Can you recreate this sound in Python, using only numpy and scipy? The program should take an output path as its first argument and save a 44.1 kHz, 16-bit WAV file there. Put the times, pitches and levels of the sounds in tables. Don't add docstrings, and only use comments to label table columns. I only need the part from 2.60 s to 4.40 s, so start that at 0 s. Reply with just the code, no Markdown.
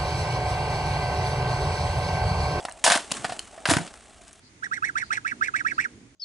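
import sys
import numpy as np
from scipy import signal
from scipy.fft import rfft, irfft
from scipy.io import wavfile

SR = 44100
rng = np.random.default_rng(int(sys.argv[2]) if len(sys.argv) > 2 else 0)


def transcribe(signal):
    frames = np.atleast_2d(signal).T
    limited = np.clip(frames, -1, 1)
    pcm = np.round(limited * 32767).astype(np.int16)
    wavfile.write(sys.argv[1], SR, pcm)


N = 79380
T = np.arange(N) / SR

# start_s, body_db, clack_db, clatter_db, sizzle_db, base_t60_s
HAND_SLAPS = [(0.2401, -23.5, -23, -20, -15.5, 0.093), (.248, -26.5, -35, -23, -19, .06),
              (.2625, -16, -20.5, -20, -21.5, 0.08), (.276, -19, -18, -22.5, -19.5, 0.06),
              (0.3004, -25.5, -16.5, -17.5, -17.5, 0.034), (.308, -21, -21, -24, -26, 0.11),
              (0.3196, -26, -18.5, -17.5, -16, 0.054), (.340, -24.5, -21.5, -29, -35, 0.044),
              (.351, -26, -22, -23.5, -23, 0.043), (.359, -23, -27, -27, -24, 0.023),
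              (.374, -26, -20.5, -51, -24, 0.017), (0.394, -47, -46, -39.5, -39.5, 0.11),
              (.5155, -25.5, -32.5, -24.5, -23, 0.016), (.519, -33.5, -29, -19, -17.5, 0.0096),
              (1.0546, -26.5, -18, -22.5, -29.5, 0.037), (1.074, -29.5, -36, -32.5, -31, 0.078),
              (1.087, -26, -23, -28.5, -30, 0.033), (1.096, -26, -23.5, -22, -20.5, .04),
              (1.101, -22, -22.5, -26, -22, 0.074), (1.108, -18.5, -22.5, -27.5, -22, 0.036),
              (1.114, -30, -22, -23.5, -27.5, 0.026), (1.129, -44, -26, -41, -21.5, 0.0083),
              (1.136, -23.5, -17, -21, -22.5, 0.023), (1.148, -35, -32.5, -35, -37, 0.12),
              (1.1675, -25, -18.5, -24, -23.5, 0.019), (1.183, -29, -28.5, -44, -36, 0.034),
              (1.204, -39, -43.5, -46.5, -52, 0.13), (1.275, -48, -46.5, -42, -56, 0.033),
              (1.339, -43.5, -40, -44, -42, 0.011)]
# low_hz, high_hz, t60_ratio
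CONTACT_BANDS = [(527, 1040, 1.46), (1058, 1970, 1.24), (2496, 5495, 1.95), (5090, 10280, 1.69)]
# pitch_hz, t60_s, gain_db
RIFLE_RESONANCES = [(686, 0.061, 0), (840, 0.054, -16), (1530, 0.032, 0), (1940, 0.081, -47),
                    (3460, 0.035, -5), (5730, 0.04, -28)]
# start_s, pitch_hz, hollow_db, clack_db, clatter_db, sizzle_db, base_t60_s
STOCK_KNOCKS = [(0.0511, 730, -19, -28, -30, -31, 0.02), (0.0842, 960, -30, -32.5, -62, -50, 0.04),
                (.6445, 756, -19, -21.5, -29, -34, 0.031), (.649, 770, -16.5, -26, -31, -32, 0.027),
                (.695, 740, -25, -36, -37.5, -44, 0.058), (.722, 700, -22, -34.5, -35.5, -37.5, 0.035),
                (.978, 660, -34, -45.5, -55, -72, 0.077), (1.113, 655, -14.5, -36, -41, -25, 0.057)]
# time_s, pitch_hz, peak_db, half_rise_s
BODY_THUMPS = [(0.0504, 400, -42, 0.0014), (0.239, 190, -31, 0.0018), (0.273, 259, -27.5, 0.0038),
               (0.299, 205, -36, 0.0068), (0.355, 274, -21.5, 0.0023), (.516, 220, -22.5, .0016),
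               (.553, 206, -44, 0.014), (.59, 126, -40.5, 0.0081), (.643, 177, -32, 0.0034),
               (0.699, 123, -40.5, 0.0045), (1.058, 454, -26, 0.001), (1.086, 151, -16.5, 0.0029),
               (1.109, 281, -14, 0.0047), (1.118, 97, -24, 0.0081), (1.1653, 161, -11, 0.0026),
               (1.187, 169, -28.5, 0.0107)]
# start_s, click_db, ring_hz, ring_db
FITTING_TICKS = [(.004, -63, 3430, -35), (0.041, -38, 5900, -44), (0.0956, -36, 4280, -43),
                 (.113, -50, 2910, -37), (0.123, -35.5, 8700, -35), (0.195, -44, 2700, -48),
                 (.509, -46, 2750, -29.5), (.541, -49, 2950, -29), (0.7927, -20, 3040, -21.5),
                 (1.68, -37, 3650, -45), (1.73, -38, 6300, -57)]
# time_s, level_db
RUSTLE_LEVEL = [(0, -46), (.1, -54), (.22, -52.5), (.39, -44.5), (.48, -46.5), (.53, -42), (.565, -35.5),
                (.62, -41.5), (.70, -41.5), (.78, -47.5), (.9, -51), (1.04, -52), (1.2, -40), (1.32, -50.5),
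                (1.55, -55), (1.68, -53), (1.8, -57)]
# freq_hz, relative_db
CLOTH_SPECTRUM = [(60, -53), (200, 8.5), (450, 6.5), (700, -20.5), (1100, 4.5), (2200, -0.5), (5000, -6),
                  (8500, 0), (12000, -16)]
# freq_hz, relative_db
AIR_SPECTRUM = [(15, -35), (25, 0), (69, -0.5), (178, -9.5), (401, -20.5), (505, -48), (668, 0),
                (1430, -53), (2390, -21.5), (2930, -17), (8310, -31.5), (11000, -24), (14300, -60),
                (22000, -120)]
# time_s, level_db
HOLLOW_LEVEL = [(0, -42), (.2, -53.5), (.6, -47), (.72, -45), (.85, -59), (1.04, -46.5), (1.4, -57.5),
                (1.8, -70)]
# freq_hz, left_lead_rad
PORT_LEAD = [(30, -.6), (160, -.7), (350, -.55), (800, -.26), (2000, -.1), (11000, -.02)]
# freq_hz, left_minus_right_db
PORT_TILT = [(150, -1.4), (1000, -.4), (5000, .3)]


def hand_slaps():
    out = np.zeros(N)
    for start_s, *levels_db, base_t60_s in HAND_SLAPS:
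        add(out, start_s, clatter(levels_db, CONTACT_BANDS, base_t60_s))
    return out + rifle_ring(out)


def clatter(levels_db, bands, base_t60_s, grains_per_s=2800, grain_db=-4, crack_db=-3.5, crack_s=0.00022):
    t = T[:N // 12]
    rattle = rng.standard_normal(len(t)) + undb(grain_db) * grains(grains_per_s, len(t))
    rattle *= 1 + undb(crack_db) * np.exp(-t / crack_s)
    out = 0
    for level_db, (low_hz, high_hz, t60_ratio) in zip(levels_db, bands):
        envelope = decay(t, base_t60_s * t60_ratio)
        burst = unit_energy(band(rattle * envelope, low_hz, high_hz))
        out += undb(level_db) * burst * np.sqrt(np.sum(envelope ** 2))
    return out


def rifle_ring(drive):
    t = T[:N // 8]
    response = 0
    for pitch_hz, t60_s, gain_db in RIFLE_RESONANCES:
        envelope = decay(t, t60_s)
        response += undb(gain_db) * 2 * envelope / envelope.sum() * np.cos(2 * np.pi * pitch_hz * t)
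    return convolve(drive, response)


def stock_knocks():
    out, t = np.zeros(N), T[:N // 12]
    for start_s, pitch_hz, hollow_db, *levels_db, base_t60_s in STOCK_KNOCKS:
        note = undb(hollow_db) * decay(t, base_t60_s) * np.sin(2 * np.pi * pitch_hz * t)
        add(out, start_s, note + clatter(levels_db, CONTACT_BANDS[1:], base_t60_s))
    return out


def body_thumps(sharpness=4.1, scuff_db=-8, scuff_hz=(93, 349)):
    out, t = np.zeros(N), T[:N // 16]
    for time_s, pitch_hz, peak_db, half_rise_s in BODY_THUMPS:
        lead_s = half_rise_s / 2
        progress = t / (2 * half_rise_s)
        envelope = (progress * np.exp(1 - progress)) ** sharpness
        tone = -np.sin(2 * np.pi * pitch_hz * (t - lead_s))
        scuff = undb(scuff_db) * band_noise(len(t), *scuff_hz)
        add(out, time_s - lead_s, undb(peak_db) * envelope * (tone + scuff))
    return out


def fitting_ticks(click_hz=(5200, 10000), click_t60_s=.008, ring_t60_s=.014,
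                  overtone_ratio=1.405, overtone_db=-1):
    out, t = np.zeros(N), T[:N // 30]
    for start_s, click_db, ring_hz, ring_db in FITTING_TICKS:
        click = undb(click_db) * decay(t, click_t60_s) * band_noise(len(t), *click_hz)
        phase = 2 * np.pi * ring_hz * t
        notes = np.sin(phase) + undb(overtone_db) * np.sin(overtone_ratio * phase)
        add(out, start_s, click + undb(ring_db) * decay(t, ring_t60_s) * notes)
    return out


def uniform_rustle(grains_per_s=1100, grain_db=-3, flutter_db=2.5, flutter_hz=(10, 76.5)):
    rub = rng.standard_normal(N) + undb(grain_db) * grains(grains_per_s, N)
    flutter = undb(flutter_db * band_noise(N, *flutter_hz))
    return unit_rms(colour(rub, CLOTH_SPECTRUM) * flutter) * gain_curve(RUSTLE_LEVEL)


def reflections(x, t60_s):
    t = T[:N // 3]
    return convolve(x, unit_energy(rng.standard_normal(len(t)) * decay(t, t60_s)))


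def open_air(hiss_db=-58, hollow_hz=(560, 863), waver_db=3.5, waver_hz=(3.2, 14.6),
             rumble_db=-64.5, rumble_hz=(44.3, 84.4)):
    hiss = unit_rms(colour(rng.standard_normal(N), AIR_SPECTRUM))
    waver = undb(waver_db * band_noise(N, *waver_hz))
    hollow = unit_rms(band_noise(N, *hollow_hz) * waver)
    rumble = unit_rms(band_noise(2 * N, *rumble_hz)[N:])
    return undb(hiss_db) * hiss + undb(rumble_db) * rumble + gain_curve(HOLLOW_LEVEL) * hollow


def undb(db):
    return 10 ** (np.asarray(db) / 20)


def unit_rms(x):
    return x / np.sqrt(np.mean(x ** 2))


def unit_energy(x):
    return x / np.sqrt(np.sum(x ** 2))


def decay(t, t60_s):
    return np.exp(-np.log(1000) * t / t60_s)


def gain_curve(rows):
    return undb(np.interp(T, *np.array(rows).T))


def per_bin(rows):
    freq_hz, value = np.array(rows).T
    bin_hz = np.arange(N // 2 + 1) * SR / N
    return np.interp(np.log(bin_hz + 1), np.log(freq_hz), value)


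def colour(x, spectrum):
    return irfft(rfft(x) * undb(per_bin(spectrum)), N)


def band(x, low_hz, high_hz):
    edges_hz = [low_hz, min(high_hz, SR / 2 - 100)]
    return signal.sosfilt(signal.butter(3, edges_hz, btype="band", fs=SR, output="sos"), x)


def band_noise(size, low_hz, high_hz):
    return unit_rms(band(rng.standard_normal(size), low_hz, high_hz))


def grains(rate_per_s, size):
    return unit_rms((rng.random(size) < rate_per_s / SR) * rng.standard_normal(size) + 1e-9)


def convolve(x, response):
    return signal.fftconvolve(x, response)[:len(x)]


def add(out, start_s, x):
    i = max(int(start_s * SR), 0)
    out[i:i + len(x)] += x[:N - i]


def scene(low_cut_hz=75, tail_db=-15, tail_delay_s=.012, ranks_db=-2, side_db=-14.3):
    hits = hand_slaps() + stock_knocks() + body_thumps() + fitting_ticks()
    hits = band(hits, low_cut_hz, SR / 2)
    mid = hits + uniform_rustle() + open_air()
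    add(mid, tail_delay_s, undb(tail_db) * reflections(hits, t60_s=.24))
    diffuse = hand_slaps() + uniform_rustle() + open_air()
    off_ranks = undb(ranks_db) * reflections(hits, t60_s=.12)
    side = undb(side_db) * (diffuse + off_ranks)
    return np.array([mid + side, mid - side])


def record(dry, ceiling=.7, top_hz=11100):
    port = np.exp(1j * per_bin(PORT_LEAD) / 2) * undb(per_bin(PORT_TILT) / 2)
    left = irfft(rfft(dry[0]) * port, N)
    right = irfft(rfft(dry[1]) / port, N)
    rounded = ceiling * np.tanh(np.array([left, right]) / ceiling)
    return signal.sosfilt(signal.ellip(14, .2, 80, top_hz, fs=SR, output="sos"), rounded)


dry = scene()
out = record(dry)
transcribe(out)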